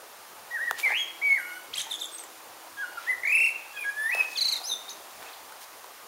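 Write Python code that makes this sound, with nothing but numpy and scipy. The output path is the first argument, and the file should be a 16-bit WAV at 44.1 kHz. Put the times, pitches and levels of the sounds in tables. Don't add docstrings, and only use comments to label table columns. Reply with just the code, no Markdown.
import sys
import numpy as np
from scipy import signal
from scipy.io import wavfile
from scipy.ndimage import uniform_filter1d

SR = 44100
rng = np.random.default_rng(int(sys.argv[2]) if len(sys.argv) > 2 else 0)


def dump_mix(stems):
    frames = np.atleast_2d(stems).T
    limited = np.clip(frames, -1, 1)
    pcm = np.round(limited * 32767).astype(np.int16)
    wavfile.write(sys.argv[1], SR, pcm)


def how_loud(loudness_db):
    steps = np.asarray(loudness_db, float) / 20
    return 10 ** steps


N = 267687

# (frequency [Hz], density [dB per Hz])
WASH = [(20, -37), (40, -43), (80, -19.5), (160, -20.5), (260, -12), (450, -4.5), (800, 1), (1150, -0.5),
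        (1700, -6), (2600, -8.5), (5000, -11), (10000, -12.5), (16000, -14)]
# (time [s], level [dB])
SWELL = [(0, 1), (1, 2), (2, 1.5), (2.6, 1.8), (3.6, 2), (4.3, 2.5), (5.1, 3), (5.5, 2), (6.1, 1.5)]
# (time [s], pitch [Hz], level [dB])
PHRASE_ONE = [
    [(.506, 1903, -49), (.516, 1908, -39), (.53, 1922, -40.5), (.562, 1865, -31.5), (.582, 1510, -40.5),
     (.62, 1874, -31), (.655, 1947, -38.5), (.685, 1872, -31), (.712, 1640, -40)],
    [(.828, 2270, -37), (.845, 2350, -25.5), (.87, 2044, -25), (.89, 2142, -32.5), (.91, 2230, -26.5),
     (.935, 2360, -29.5), (.95, 2695, -25.5), (.985, 3312, -35), (1.02, 3280, -28), (1.048, 3115, -45)],
    [(1.213, 1970, -43), (1.226, 2270, -31), (1.26, 2283, -28.5), (1.31, 2198, -23.5), (1.34, 2192, -26),
     (1.362, 2110, -31.5), (1.376, 1910, -32.5), (1.386, 1660, -39)],
    [(1.383, 1647, -33.5), (1.41, 1444, -46), (1.45, 1425, -45.5), (1.49, 1463, -47), (1.52, 1439, -41),
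     (1.548, 1488, -54), (1.568, 1486, -44), (1.59, 1470, -57), (1.605, 1493, -64), (1.66, 1456, -56)],
]
PHRASE_TWO = [
    [(2.768, 1647, -50), (2.79, 1627, -41), (2.818, 1667, -35.5), (2.84, 1458, -33.5), (2.87, 1422, -47),
     (2.962, 1442, -52)],
    [(2.97, 1380, -44), (2.98, 1420, -35.5), (2.993, 1270, -41)],
    [(3.063, 1650, -48), (3.078, 1840, -33.5), (3.092, 2011, -29), (3.11, 2025, -23), (3.125, 1988, -29.5),
     (3.134, 1700, -38)],
    [(3.233, 2121, -27.5), (3.256, 2212, -28), (3.28, 2350, -26), (3.305, 2470, -27), (3.335, 2642, -23),
     (3.39, 2697, -25), (3.45, 2756, -25.5), (3.497, 2658, -29.5)],
]
PHRASE_TWO_END = [
    [(3.733, 1620, -54), (3.745, 1707, -55), (3.762, 1660, -47), (3.773, 1640, -44.5), (3.78, 1630, -37)],
    [(3.76, 2524, -52), (3.775, 2503, -42), (3.797, 2482, -37.5), (3.803, 2445, -52), (3.81, 2437, -37.5),
     (3.83, 2394, -38.5), (3.835, 2310, -41), (3.846, 2170, -40)],
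    [(3.84, 1637, -43), (3.855, 1655, -35), (3.88, 1650, -32.5), (3.9, 1668, -32), (3.907, 1650, -48)],
    [(3.94, 1676, -54), (3.98, 1718, -35), (4.02, 1733, -33.5), (4.07, 1797, -29.5), (4.085, 1873, -36.5),
     (4.1, 1960, -26.5), (4.109, 1960, -38)],
    [(4.104, 2016, -34), (4.115, 2155, -36.5), (4.125, 2473, -31), (4.138, 2605, -28), (4.165, 2600, -41),
     (4.185, 2590, -27), (4.197, 2567, -28), (4.208, 2547, -22.5), (4.216, 2440, -23)],
]
# (2nd multiple [dB], 3rd [dB], higher ones [dB], throat ring [Hz],
# held back at the onset [dB])
COLOURS = [(-12, -4, -12, 10200, 2), (-3.5, -17, -10, 8000, 8), (-9.5, -9, -9.5, 12100, 10),
           (-5.5, -10, 0.5, 11700, -3.5), (-4, -6, -9, 13000, 0), (-3, -7, -9, 11000, 9),
           (-14, -11, -8.5, 10150, 10), (2, 6, -3.5, 10600, 17), (5.5, -4, -12, 9100, 6.5),
           (-9, -13, -7, 9800, 12), (-5, -5, -7, 9800, 4), (-5.5, 2, -1, 12100, 20), (5, -12, -7, 10570, 3)]
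HIGHER_DB = (-2.5, 1, 5, -5, 4, -7)
# (frequency [Hz], level [dB])
BEAK = [(1500, 20), (3200, 12), (4500, 3.5), (5300, -6.5), (6500, 4.5), (7500, -11), (8600, -0.5),
        (9300, 2), (10000, 2.5), (10700, 5.5), (11800, -1), (12600, 1), (13500, -9), (16000, -5)]
# (arches [count], length of one [s])
WARBLE = [(3, .0208), (2, .025), (5, .0306)]
# (time [s], depth [Hz])
WARBLE_DEPTH_HZ = [(3.25, 563), (3.3, 575), (3.34, 440), (3.37, 603), (3.47, 642)]
# (frequency [Hz], t60 [s])
GARDEN = [(800, 0.58), (1700, 0.66), (2500, 0.63), (3500, 0.6), (6000, 0.41), (9000, 0.3), (14000, 0.29)]
# (delay [s], level [dB])
WALLS = [(.009, -11.5), (.024, -10), (.04, -15.5), (.062, -29), (.075, -33), (0.151, -25.5)]
# (time [s], pitch [Hz], level [dB])
HUM = [(.7, 325, -65), (1, 338.7, -63), (1.6, 336.7, -63), (2.198, 324.7, -62.5), (3.1, 332, -65),
       (3.699, 331, -69)]
# (time [s], peak [dB], ring [Hz], ring t60 [s], bright crack [dB])
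TICKS = [(.7105, -11, 1500, .006, -20), (.7113, -24, 3300, .004, -25), (.7112, -18.5, 720, .011, -40),
         (.802, -42, 3500, .02, -42), (.8495, -36, 5000, .01, -33), (.904, -25, 800, .03, -42),
         (.922, -26, 850, .03, -42), (1.507, -38, 3000, .01, -52), (1.305, -40, 3200, .02, -46),
         (1.868, -32, 900, .03, -50), (1.889, -35, 900, .03, -50), (2.1935, -34, 4000, .004, -33),
         (2.148, -42, 4000, .015, -55), (2.238, -36, 2000, .008, -36), (4.1485, -20, 700, .012, -26),
         (4.17, -30, 800, .02, -45), (4.136, -32, 900, .015, -45), (4.183, -32, 800, .015, -45),
         (4.193, -32, 700, .015, -45), (4.207, -28, 1100, .012, -42), (3.849, -30, 2200, .012, -42),
         (4.602, -35, 750, .03, -55), (4.614, -35, 750, .03, -55), (5.228, -44, 8000, .02, -35),
         (5.523, -38, 1500, .02, -38), (5.843, -34, 1000, .03, -38)]
# (start [s], length [s], level [dB], centre [Hz], width [Hz])
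RUSTLES = [(0.78, 0.029, -36.5, 4000, 8200), (1.748, 0.073, -42.5, 2800, 1300),
           (1.733, 0.25, -49.5, 2150, 1300), (2.07, 0.073, -54, 6000, 2000),
           (0.748, 0.094, -45.5, 2800, 1700), (0.79, 0.054, -49.5, 11000, 5040),
           (0.96, 0.091, -52, 5500, 7000), (5.1, .05, -66, 7400, 3000), (0.788, 0.079, -49, 9000, 9000),
           (0.83, 0.12, -39.5, 830, 1400), (2.956, 0.19, -48.5, 2000, 2000), (4.107, 0.17, -42, 1300, 1000),
           (4.177, 0.55, -46, 4300, 4800), (5.173, 0.19, -49, 1400, 1400), (5.6, 0.057, -46, 4700, 10000)]
# (time [s], pitch [Hz], level [dB])
UPPER = [
    [(1.728, 2086, -52), (1.74, 3350, -39), (1.752, 7330, -49), (1.761, 8250, -37), (1.766, 8700, -55)],
    [(2.112, 8200, -55), (2.125, 8560, -50), (2.158, 8200, -43.5), (2.18, 8150, -57)],
    [(2.183, 5850, -39), (2.187, 6500, -40), (2.19, 7530, -47), (2.196, 8300, -46), (2.21, 8190, -45),
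     (2.232, 7900, -59), (2.24, 7700, -43), (2.249, 6600, -61)],
    [(4.633, 4720, -48), (4.652, 5100, -43), (4.664, 5850, -40), (4.676, 6190, -38.5), (4.74, 6110, -45),
     (4.751, 6160, -46)],
    [(4.892, 3700, -46), (4.9, 6860, -43), (4.906, 6060, -44), (4.92, 6360, -50)],
]
# (start [s], length [s], from [Hz], ceiling [Hz], level [dB])
WHIPS = [(1.77, .017, 5500, 8350, -39), (1.79, .018, 4900, 8350, -40), (1.812, .011, 5150, 8300, -41),
         (1.896, .068, 6160, 8220, -48), (1.992, .072, 3600, 8100, -47)]
# (time [s], pitch [Hz], level [dB])
FALL = [
    [(1.748, 2000, -48), (1.757, 2300, -47), (1.763, 2900, -38), (1.769, 2700, -45)],
    [(1.778, 3200, -42), (1.782, 3250, -33), (1.786, 3200, -35), (1.792, 3500, -44), (1.797, 3800, -34)],
    [(4.684, 4200, -47), (4.7, 3930, -36.5), (4.71, 3760, -44), (4.717, 3700, -30.5), (4.728, 3640, -31),
     (4.742, 3573, -36), (4.75, 3560, -45)],
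]
# (start [s], length [s], from [Hz], to [Hz], level [dB])
LOWER = [(1.767, 0.0088, 4130, 3460, -41), (1.785, 0.015, 4850, 3660, -55),
         (1.797, 0.0123, 3400, 2790, -41), (1.806, .009, 4350, 3200, -37), (1.814, .012, 3450, 3000, -42),
         (4.353, .027, 4300, 2400, -41), (4.881, .014, 3670, 3750, -41), (4.897, 0.04, 3800, 3800, -50.5)]
# (time from the chip's start [s], pitch [Hz], level [dB])
LEAD = [(0, 3993, -47), (.008, 4070, -46), (.012, 3640, -33.5), (.02, 3550, -31), (.024, 3400, -42),
        (.027, 3290, -40), (0.033, 3000, -43)]
ANSWER = [(0, 3600, -51), (.004, 3590, -26.5), (.008, 3390, -45), (.014, 3350, -39.5), (0.024, 3130, -47)]
# (lead [s], answer [s], level [dB])
PAIRS = [(1.901, 1.937, 0), (2.003, 2.04, -3)]
# (time [s], level [dB])
HOARSE = [(1.83, -3), (1.9, -10), (2.1, -14), (4.6, -20)]
# (start [s], length [s], from [Hz], to [Hz], level [dB])
FAR = [(5.262, .02, 2420, 2730, -59), (5.285, .015, 2950, 4100, -57), (5.33, .014, 4850, 2500, -53),
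       (3.04, .06, 2870, 4130, -68)]
# (start [s], length [s], settles on [Hz], level [dB], coupling of the two sides [dB])
TRILL = [(4.372, 0.03, 3790, -27.5, -5), (4.407, 0.03, 3810, -25, -3), (4.443, 0.038, 3876, -27.5, -1.5),
         (4.48, 0.025, 3745, -26.5, 0.5), (4.514, 0.034, 3630, -28.5, 2), (4.548, 0.034, 3450, -35, -1)]
# (time from the stroke [s], pitch [Hz], level [dB])
UNDER = [(-.007, 3800, -56), (0, 2955, -49), (.008, 2280, -49.5), (.02, 2120, -53), (.032, 2035, -47)]
# (frequency [Hz], level [dB])
WHINE = [(15704, -84), (15734, -94)]

TOP_HZ = 15790
TWITTER_TIMBRE = (-3, -30)


def evened(x):
    return x / np.sqrt(np.mean(x ** 2) + 1e-20)


def drift(size):
    once = uniform_filter1d(rng.standard_normal(N), size=size)
    return evened(uniform_filter1d(once, size=size))


def curve(points):
    return np.interp(np.arange(N) / SR, *np.transpose(points))


def read(points, hz):
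    f, value = np.transpose(points)
    return np.interp(np.log(hz + 1), np.log(f + 1), value)


def add(mix, s, sound):
    part = mix[round(s * SR):][:len(sound)]
    part += sound[:len(part)]


def resonate(x, hz, width):
    turn = np.exp(2j * np.pi * hz * np.arange(len(x)) / SR)
    r = np.exp(-np.pi * width / SR)
    return 2 * (turn * signal.lfilter([1 - r], [1, -r], x / turn)).real


def wash():
    frames, hz = N // 256 + 5, np.fft.rfftfreq(1024, 1 / SR)
    a, b, patches = rng.standard_normal((frames, 513, 3)).T
    patches = uniform_filter1d(patches, size=10, axis=0)
    patches = evened(uniform_filter1d(patches, size=12, axis=1))
    patchy_db = read([(300, 3.0), (1500, 0.51), (5000, .7)], hz)[:, None]
    z = (a + 1j * b) * how_loud(read(WASH, hz)[:, None] + patchy_db * patches)
    noise = signal.istft(z, nperseg=1024, noverlap=768)[1][:N]
    return how_loud(-48 + curve(SWELL)) * evened(noise)


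def breeze():
    return how_loud(-84.0 + 4.7 * drift(3000)) * evened(resonate(rng.standard_normal(N), 86, 58))


def voice(notes, timbres, drops=None, fade=0.0011, reedy_db=-60, shimmer_db=1.1, wobble=0.00027,
          follow=1., octave_db=0., mid_hz=2000, rings_hz=None, shy_db=None, patchy_db=0., bloom=.3,
          size=200, glide_db=0.):
    out = np.zeros(N)
    shimmer = shimmer_db * drift(90)
    patches = patchy_db * evened(uniform_filter1d(shimmer, size=500))
    for n, (rows, timbre) in enumerate(zip(notes, timbres)):
        s, *columns = np.transpose(rows)
        t = np.arange(s[0], s[-1], 1 / SR)
        first = round(s[0] * SR)
        span = slice(first, first + len(t))
        hz, db = (uniform_filter1d(np.interp(t, s, c), size=size, mode="nearest") for c in columns)
        effort_db = follow * (db + 30) - 30
        bright_db = effort_db + reedy_db + octave_db * np.log2(hz / mid_hz) + 0.33 * shimmer[span]
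        if shy_db:
            bright_db -= shy_db[n] * np.exp(-(t - s[0]) / (bloom * (s[-1] - s[0])))
        troughs_db, full_glide = 0, 9000
        if drops is not None:
            drop = drops[span]
            bright_db -= np.interp(t, [3.2, 3.3, 3.35, 3.4], [0.0049, 0.013, 0.028, 0.0033]) * drop
            hz = hz - drop
            troughs_db = -.018 * drop
            db = db - np.interp(t, [3.2, 3.23, 3.29, 3.33], [.011, .026, .02, .008]) * drop
            full_glide = np.where(troughs_db < 0, 70000, 9000)
        glide = abs(np.gradient(hz)) * SR / full_glide
        slurred_db = -glide_db * np.minimum(glide, 1)
        hz = hz * (1 + wobble * shimmer[::-1][span])
        phase = 2 * np.pi * (np.cumsum(hz) / SR + rng.random())
        tone = how_loud(db + shimmer[span]) * np.sin(phase)
        for k, own_db in enumerate(timbre, start=2):
            over_db = bright_db + own_db + (slurred_db if k < 4 else troughs_db) + read(BEAK, k * hz)
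            over_db = over_db + patches[first - 2000 * k:][:len(t)]
            if rings_hz:
                over_db += 6 / (1 + ((k * hz - rings_hz[n]) / 230) ** 2)
            tone += (k * hz < TOP_HZ) * how_loud(over_db) * np.sin(k * phase)
        edge = np.clip(np.minimum(t - s[0], s[-1] - t) / fade, 0, 1)
        add(out, s[0], np.sqrt(2) * tone * np.sin(np.pi / 2 * edge) ** 2)
    return out


def pitch_drops():
    t = np.arange(N) / SR
    start, end, rate_hz, depth_hz = .885, .978, 111, 620
    wobble = np.sin(np.pi * (t - start) * rate_hz) ** 2
    flutter = depth_hz * wobble * np.interp(t, [start, start + 0.0075, end - .03, end], [0, 1, 1, 0])
    arches, period = np.transpose(WARBLE)
    at = 3.23 + np.cumsum(np.append(0, arches * period))
    turns = np.interp(t, at, np.cumsum(np.append(0, arches)))
    lean = np.interp(t, [3.25, 3.36], [.36, .85])
    sharp = np.interp(t, [3.25, 3.31], [1.0, 1.6])
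    trough = (1 - np.sin(np.pi * (turns % 1) ** lean)) ** sharp
    warble = curve(WARBLE_DEPTH_HZ) * (t > at[0]) * (t < at[-1]) * trough
    return uniform_filter1d(warble + flutter, size=40)


def flute():
    timbres = [(second, third, *np.add(HIGHER_DB, higher)) for second, third, higher, *_ in COLOURS]
    return voice(PHRASE_ONE + PHRASE_TWO + PHRASE_TWO_END, timbres, pitch_drops(), fade=0.0037,
                 reedy_db=-27, follow=0.28, octave_db=16.0, shy_db=[row[-1] for row in COLOURS],
                 bloom=0.12, patchy_db=2.5, glide_db=11, rings_hz=[row[-2] for row in COLOURS])


def garden(x):
    taps = np.zeros(SR)
    at = np.arange(300, SR - 20, 20)
    taps[at + rng.integers(0, 20, len(at))] = rng.choice([-1., 1.], len(at))
    taps *= 1 - 0.067 * np.exp(-np.arange(SR) / SR / 0.0037)
    for s, db in WALLS:
        add(taps, s, how_loud(db + 6.5) * rng.standard_normal(400) * np.hanning(400))
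    hz, t, z = signal.stft(taps, SR, nperseg=256)
    air_db = read([(2000, -1.3), (6000, 2.4), (12000, -0.39)], hz)[:, None]
    decay_db = air_db - 60 * t / read(GARDEN, hz)[:, None]
    tail = signal.istft(z * how_loud(decay_db), SR, nperseg=256)[1]
    return how_loud(-3.0) * signal.fftconvolve(x, tail / np.linalg.norm(tail))[:N]


def insect():
    t, (s, hz, db) = np.arange(N) / SR, np.transpose(HUM)
    waver = drift(3000)
    phase = 2 * np.pi * np.cumsum(np.interp(t, s, hz) + 3.13 * waver) / SR
    return how_loud(np.interp(t, s, db, -99, -99) + 1.7 * np.roll(waver, SR)) * np.sin(phase)


def leaves():
    out, t = np.zeros(N), np.arange(2000) / SR
    for s, db, hz, t60, crack_db in TICKS:
        snap = rng.standard_normal(len(t)) + 1.64 * (t < .00007)
        crack = how_loud(crack_db - 60 * t / 0.0051) * snap
        add(out, s, how_loud(db - 60 * t / t60) * np.sin(2 * np.pi * hz * t) + crack)
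    size = np.minimum(rng.exponential(1, N // 60 + 1), 3)
    grains = rng.standard_normal(N) * how_loud(2.4 * np.repeat(size, 60)[:N])
    for s, length, db, hz, width in RUSTLES:
        part = evened(resonate(grains[round(s * SR):][:round(length * SR)], hz, width))
        add(out, s, how_loud(db) * part * signal.windows.tukey(len(part), .6))
    return signal.sosfilt(signal.butter(8, 440, "high", fs=SR, output="sos"), out)


def strokes(rows, pitch, peak, start_db, end_db):
    u = np.linspace(0, 1, 16)
    rise_db = start_db * (1 - u / peak) ** 2
    fall_db = end_db * ((u - peak) / (1 - peak)) ** 2
    swell_db = np.where(u < peak, rise_db, fall_db)
    return [np.transpose([s + length * u, pitch(length * u, length, *hz), db + swell_db])
            for s, length, *hz, db in rows]


def slide(t, length, from_hz, to_hz):
    u = (t / length) ** 0.98
    return from_hz + (to_hz - from_hz) * (u + 0.44 * np.sin(2 * np.pi * u) / (2 * np.pi))


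def whip(t, length, from_hz, top_hz):
    climb_hz_per_s, knee, sag_hz_per_s = 290000, 5, 3500
    climb = climb_hz_per_s * t / (top_hz - from_hz)
    rounded = climb / (1 + climb ** knee) ** (1 / knee)
    droop = 1000 * np.exp((t - length) / .007) * (length > .03)
    return from_hz + (top_hz - from_hz) * rounded - droop - sag_hz_per_s * t


def twitter():
    high = UPPER + strokes(WHIPS, whip, peak=.3, start_db=-4, end_db=-2)
    chips = [np.add(shape, [s, 0, db]) for *starts, db in PAIRS for shape, s in zip((LEAD, ANSWER), starts)]
    low = FALL + chips + strokes(LOWER, slide, peak=.45, start_db=-8, end_db=-8)
    upper = voice(high, [(-20, -26)] + [TWITTER_TIMBRE] * len(high), fade=0.00028, reedy_db=-11.5,
                  shimmer_db=3.0, wobble=0.0017, size=90, octave_db=-13, mid_hz=6500)
    lower = voice(low, [(-22, -9)] * 2 + [(-11, -11)] + [(6, -1.5)] * len(low), fade=0.00042,
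                  reedy_db=-18.5, shimmer_db=2.5, wobble=0.0013, octave_db=-30, mid_hz=3540, size=70)
    coupled = upper * np.tanh(lower / how_loud(-41)) * how_loud(-35.5)
    sums = how_loud(33.5) * resonate(resonate(coupled, 10900, 3600), 10900, 3600)
    hoarse = how_loud(curve(HOARSE)) * (upper + lower) * resonate(rng.standard_normal(N), 1700, 840)
    return upper + lower + sums + hoarse


def far_bird():
    notes = strokes(FAR, slide, peak=.45, start_db=-4, end_db=-5)
    return voice(notes, [()] * len(FAR), shimmer_db=4)


def settle(t, length, end_hz):
    return end_hz + (4824 - end_hz) * np.exp(-t / 0.014)


def trill():
    notes = strokes([row[:-1] for row in TRILL], settle, peak=0.43, start_db=-11.5, end_db=-10.5)
    upper = voice(notes, [np.add((0, -6), row[-1]) for row in TRILL], fade=0.0023, reedy_db=-13.5,
                  shimmer_db=1.5, wobble=0.0015, octave_db=-53, mid_hz=4000,
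                  shy_db=[8.0] * len(TRILL), bloom=0.3)
    dives = [np.add(UNDER, [row[0], 0, row[-1]]) for row in TRILL]
    under = voice(dives, [TWITTER_TIMBRE] * len(TRILL), fade=0.0018, reedy_db=5.0, shimmer_db=3.5,
                  wobble=0.0058)
    rattle = how_loud(37) * resonate(resonate(upper * under, 6400, 2200), 6400, 2200)
    rattle += how_loud(72.5) * resonate(resonate(upper ** 2 * under, 8300, 2500), 8600, 2300)
    rasp = upper * resonate(rng.standard_normal(N), 2200, 1500)
    rattle += how_loud(-13) * resonate(resonate(rasp, 7000, 2400), 4800, 2400)
    return upper + how_loud(-1.0) * under + rattle


def scene():
    whistles, chatter, rattled = flute(), twitter(), trill()
    far, litter = far_bird(), leaves()
    sent = whistles + how_loud(-4.5) * rattled + how_loud(-2) * chatter + how_loud(5.0) * far + how_loud(-15.0) * litter
    direct = how_loud(3.0) * (whistles + rattled + chatter) + how_loud(7.0) * far + litter
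    return (direct + garden(sent) + wash() + insect() + breeze())[None]


def roll_off(x):
    return signal.sosfilt(signal.butter(12, 16990, fs=SR, output="sos"), x)


def record(dry):
    t = np.arange(N) / SR
    rumble = signal.sosfilt(signal.butter(1, [25, 130], "band", fs=SR, output="sos"), dry ** 2)
    whine = sum(how_loud(db) * np.sin(2 * np.pi * hz * t) for hz, db in WHINE)
    x = dry + how_loud(-17.5) * rumble + whine
    x = x - .85 * resonate(x[0], hz=7860, width=300)
    band = signal.firwin(1023, TOP_HZ, window=("kaiser", 9), fs=SR)
    x = signal.oaconvolve(x, band[None], "same")
    return roll_off(x)


dry = scene()
out = record(dry)
dump_mix(out)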